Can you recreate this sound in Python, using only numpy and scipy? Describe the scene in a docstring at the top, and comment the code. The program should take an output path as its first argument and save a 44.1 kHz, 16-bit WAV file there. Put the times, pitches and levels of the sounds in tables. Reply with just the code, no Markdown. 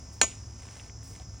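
"""A walled yard, with a stereo microphone close to a farrier. An engine idles in the background, under
outdoor air and a steady high hiss. The hammer strikes a steel horseshoe on a raised hoof once: a hard
clack from the shoe, a dull knock from the hoof and a thin high ring from the hammer. The walls answer
briefly. Then hands and leather apron rub and tick as the hoof is let down."""
import sys
import numpy as np
from scipy.fft import rfft, irfft, next_fast_len
from scipy.io import wavfile
from scipy.ndimage import map_coordinates

SR = 44100
rng = np.random.default_rng(int(sys.argv[2]) if len(sys.argv) > 2 else 0)


def digitize_waveform(pressure):
    """Quantize a signal to 16-bit integers and store it at the path in sys.argv[1].

    Rows of a 2-D input are taken as channels; values are limited to [-1, 1].
    """
    field = np.atleast_2d(pressure).T
    bounded = np.clip(field, -1, 1)
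    quanta = np.round(bounded * 32767).astype(np.int16)
    wavfile.write(sys.argv[1], SR, quanta)


N = 61739
STRIKE_S, CLACK_ATTACK_S = .2142, .0003
KNOCK_S = STRIKE_S + .0022  # the hoof takes the blow a moment later


def amp(db):
    """Decibels to gain."""
    return 10 ** (np.asarray(db) / 20)


def unit(x):
    """Scale to rms 1."""
    return x / np.sqrt(np.mean(x ** 2) + 1e-20)


def along(points, hz):
    """Read (freq_hz, value) points on a log frequency axis."""
    freqs, values = np.transpose(points)
    return np.interp(np.log(hz + 1), np.log(freqs + 1), values)


def since(start_s):
    """Seconds since the start, zero before it."""
    return np.maximum(np.arange(N) / SR - start_s, 0)


def envelope(start_s, attack_s, t60_s):
    """A quick rise and an exponential decay."""
    t = since(start_s)
    return (1 - np.exp(-t / attack_s)) * amp(-60 * t / t60_s)


def wobble(rate_hz):
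    """A smooth random curve through rate_hz knots a second."""
    return map_coordinates(rng.standard_normal(4096), [since(0) * rate_hz], mode="wrap")


def filtered(x, response):
    """Pass x through a complex frequency response."""
    size = next_fast_len(N + 8192)
    return irfft(rfft(x, size) * response(np.fft.rfftfreq(size, 1 / SR)), size)[..., :N]


def noise(colour):
    """Coloured noise of rms 1."""
    return unit(filtered(rng.standard_normal(N), lambda hz: amp(along(colour, hz))))


def ringing(modes, start_s, attack_s, alternate=True):
    """Damped modes set off together; if alternate, neighbours swing in opposite directions."""
    sign = -1 if alternate else 1
    t = since(start_s)
    return sum(sign ** k * amp(db) * envelope(start_s, attack_s, t60_s) * np.sin(2 * np.pi * hz * t)
               for k, (hz, db, t60_s) in enumerate(modes))


def puffs(rows, t60_s, octaves, attack_s):
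    """Short bursts of noise, each around its own pitch."""
    def band(pitch_hz):
        bell = lambda hz: np.exp(-.5 * (np.log2((hz + 1) / pitch_hz) / octaves) ** 2)
        return unit(filtered(rng.standard_normal(N), bell))
    return sum(amp(db) * envelope(s, attack_s, t60_s) * band(hz) for s, db, hz in rows)


# Stereo width of diffuse sound at the microphone: freq_hz, side_db
WIDTH = [(100, -54), (300, -13.5), (800, -2), (1300, -6), (1800, -37), (4800, -40), (6500, -21),
         (10000, -13)]

def diffuse(colour):
    """Coloured stereo noise reaching the microphone from all around."""
    mid = noise(colour)
    side = filtered(noise(colour), lambda hz: amp(along(WIDTH, hz)))
    return np.array([mid + side, mid - side])


# Noise colours for the open air and the high hiss: freq_hz, level_db
AIR_COLOUR = [(100, -2), (260, 1), (450, -8.5), (900, -9), (1600, -17), (3000, -24.5), (4500, -27),
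              (9700, -37), (11000, -66)]
HISS_COLOUR = [(3000, -57), (4400, -22), (5050, 0.5), (5600, -0.5), (6400, -1.5), (7300, -12),
               (8500, -24.5), (10000, -20.5), (11000, -65)]

def outdoor_air():
    """Soft air and a steady high hiss, all around the yard."""
    return amp(-56.5) * diffuse(AIR_COLOUR) + amp(-55) * diffuse(HISS_COLOUR)


# Engine orders: pitch_hz, level_db
ENGINE_ORDERS = [(71.2, -51.5), (106.7, -52.5)]
# Noise colour for the engine's rumble: freq_hz, level_db
RUMBLE_COLOUR = [(20, -42), (35, -24), (50, -0.5), (68, -1.5), (85, -3), (105, -0.5), (130, -9.5),
                 (200, -18.5), (300, -24.5), (600, -52.5)]
# Slow dip and recovery of the whole engine: time_s, gain_db
ENGINE_LEVEL = [(0, 1.5), (0.402, -0.5), (.6, -2), (.8, -2.5), (1.05, 1), (1.3, 1), (1.4, 1.5)]

def engine():
    """An engine idling some way off: two unsteady low orders in a bed of rumble."""
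    sway_db, drift_rad = 2, .6
    hum = 0
    for hz, db in ENGINE_ORDERS:
        peak = np.sqrt(2) * amp(db + sway_db * wobble(12))
        hum += peak * np.sin(2 * np.pi * hz * since(0) + drift_rad * wobble(9.26))
    rumble = amp(-47.5) * noise(RUMBLE_COLOUR)
    return amp(np.interp(since(0), *np.transpose(ENGINE_LEVEL))) * (hum + rumble)


# Echoes from two walls a few metres away: delay_s, level_db
WALLS = [(.0164, -10), (.0240, -17)]

def wall_echoes(knock):
    """Each wall returns the knock late, quieter and duller."""
    dull_hz = 3500
    delays = lambda hz: sum(amp(db) * np.exp(-2j * np.pi * hz * s) for s, db in WALLS)
    return amp(-4.5) * filtered(knock, lambda hz: delays(hz) / (1 + 1j * hz / dull_hz))


# Noise colours for the scatter and the tail, each with a gap cut at about 11-14 kHz: freq_hz, level_db
SCATTER_COLOUR = [(100, -3.5), (250, -1), (600, 2.5), (1000, 1.5), (1500, -5), (2600, -3.5), (4500, -9.5),
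                  (6000, -5), (6700, -5), (7500, -3.5), (9600, -10.5), (10500, -22), (11500, -55),
                  (13500, -47), (15000, -15), (16500, -45)]
TAIL_COLOUR = [(200, -1.5), (800, -1.5), (1500, -6), (2400, 2.5), (3300, -1.5), (4500, -3.5), (8000, 1.5),
               (9600, -1.5), (10500, -18), (11500, -48), (13500, -40), (15000, -13), (16500, -45)]

def yard_scatter():
    """The blow scatters off the ground, again off the nearest wall, and leaves a faint longer tail."""
    ground = amp(-24) * envelope(KNOCK_S, CLACK_ATTACK_S, t60_s=.1)
    wall = amp(-22.5) * envelope(KNOCK_S + WALLS[0][0], CLACK_ATTACK_S, t60_s=.054)
    tail = amp(-34.5) * envelope(KNOCK_S, attack_s=.002, t60_s=.38)
    return np.hypot(ground, wall) * diffuse(SCATTER_COLOUR) + tail * diffuse(TAIL_COLOUR)


# Hands rubbing on the apron: time_s, level_db
RUB_LEVEL = [(.3, -63), (.56, -64), (.62, -55), (.8, -54.5), (.88, -56.5), (.93, -81), (1.0, -69),
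             (1.05, -62.5), (1.12, -63.5), (1.156, -53), (1.18, -58), (1.23, -59.5), (1.26, -72),
             (1.4, -60)]
# Light hissing brushes of cloth: start_s, level_db
BRUSHES = [(0.123, -53.5), (1.028, -51.5), (1.07, -52.5), (1.105, -62)]
# Noise colours for rubbing and brushes, each with a gap cut at about 11-14 kHz: freq_hz, level_db
RUB_COLOUR = [(150, -7), (700, 3), (1300, -1), (2100, 1), (4000, -6.5), (6500, -2.5), (9700, -1),
              (11000, -32), (13500, -40), (15000, -7), (16500, -33)]
BRUSH_COLOUR = [(1500, -21), (4000, -15), (7000, -3), (9300, -2.5), (10300, -2.5), (11500, -43),
                (13500, -28), (15000, -0.5), (16500, -23)]
# Grit ticking under the hand: start_s, level_db, pitch_hz
GRIT_TICKS = [(.315, -43.5, 3000), (.6872, -46.5, 2100), (.7973, -41.5, 2840), (.897, -44, 2100),
              (1.028, -49.5, 2150), (1.052, -57, 3600), (1.153, -46.5, 3020), (1.161, -47.5, 2100),
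              (1.198, -44.5, 3770)]
# Soft bumps of the leg against the apron: start_s, level_db, pitch_hz
LEG_BUMPS = [(1.108, -49.5, 360), (1.198, -45.5, 650)]

def handling():
    """Close and central: skin rubs on leather, cloth brushes, grit ticks and the leg bumps."""
    grain = amp(2.5 * wobble(350))
    rub_db = np.interp(since(0), *np.transpose(RUB_LEVEL))
    rub = amp(rub_db) * unit(grain * noise(RUB_COLOUR))
    strokes = sum(amp(db) * envelope(s, attack_s=.006, t60_s=.29) for s, db in BRUSHES)
    brushes = strokes * noise(BRUSH_COLOUR)
    ticks = puffs(GRIT_TICKS, t60_s=.011, octaves=.39, attack_s=.00019)
    bumps = puffs(LEG_BUMPS, t60_s=.065, octaves=.32, attack_s=.002)
    return rub + brushes + ticks + bumps


# Modes of the hoof: pitch_hz, level_db, t60_s
HOOF_MODES = [(200, -38, .03), (420, -17, .011), (800, -9, .008), (1500, -17, .005), (2600, -10, .005),
              (4200, -15, .004)]

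def hoof_knock():
    """The hoof takes the blow through the shoe with a dull knock that dies at once."""
    return amp(1) * ringing(HOOF_MODES, KNOCK_S, attack_s=.00017)


# Modes of the hammer's steel: pitch_hz, level_db, t60_s
HAMMER_MODES = [(2330, -38.5, 0.18), (6730, -10.5, 0.1), (6814, -23, 0.18), (7000, -37, 0.44),
                (7930, -38, .07)]

def hammer_ring():
    """The hammer rings freely after the blow, thin and high."""
    return amp(.5) * ringing(HAMMER_MODES, STRIKE_S, attack_s=.0076)


# Noise colour for the crack, with a gap cut at about 11-14 kHz: freq_hz, level_db
CRACK_COLOUR = [(300, -31), (1500, -6), (6500, 0), (9300, -13), (10200, -6), (12000, -26), (13500, -24),
                (15000, -5), (16500, -23)]
# Modes of the shoe, damped by the hoof: pitch_hz, level_db, t60_s
SHOE_MODES = [(740, -23, .02), (1020, -13, .015), (1700, -7, .012), (2170, -16, .015), (2480, -8.5, .012),
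              (3250, -8.5, .012), (3780, -13, .015), (4260, -9.5, .013), (4890, -17, .012),
              (5680, -10, .013), (6500, -14, .008), (7650, -5, .009), (9530, -12, .011)]

def shoe_strike():
    """Close to the microphone, steel cracks on steel and the shoe clacks, shifted ahead on the left."""
    left_lead_rad = .41
    crack = amp(-15) * envelope(STRIKE_S, CLACK_ATTACK_S, t60_s=.009) * noise(CRACK_COLOUR)
    clack = ringing(SHOE_MODES, STRIKE_S, CLACK_ATTACK_S, alternate=False)
    return filtered(crack + clack, lambda hz: np.exp(.5j * left_lead_rad * np.outer([1, -1], hz > 0)))


def scene():
    """The background, one blow with the yard's answer, and the handling of the hoof."""
    background = engine() + outdoor_air()
    knock = hoof_knock()
    slightly_left = amp([[.5], [-.5]])
    blow = shoe_strike() + knock * slightly_left + hammer_ring()
    return background + blow + wall_echoes(knock) + yard_scatter() + handling()


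# Phase between the microphone's two ports: freq_hz, left_lead_rad
PORT_PHASE = [(20, 0), (400, 0), (800, 0.57), (1300, 0), (5000, 0), (6200, -0.94), (7400, -1.18),
              (10200, -2.5), (14500, -5), (16500, 2.5)]

def record(dry):
    """At the microphone most treble leads on the right; the peak is rounded and the band is limited."""
    ceiling, top_hz = .92, 16500
    ports = filtered(dry, lambda hz: np.exp(.5j * np.outer([1, -1], along(PORT_PHASE, hz))))
    rounded = ports / (1 + (ports / ceiling) ** 4) ** (1 / 4)
    return filtered(rounded, lambda hz: hz < top_hz)


dry = scene()
out = record(dry)
digitize_waveform(out)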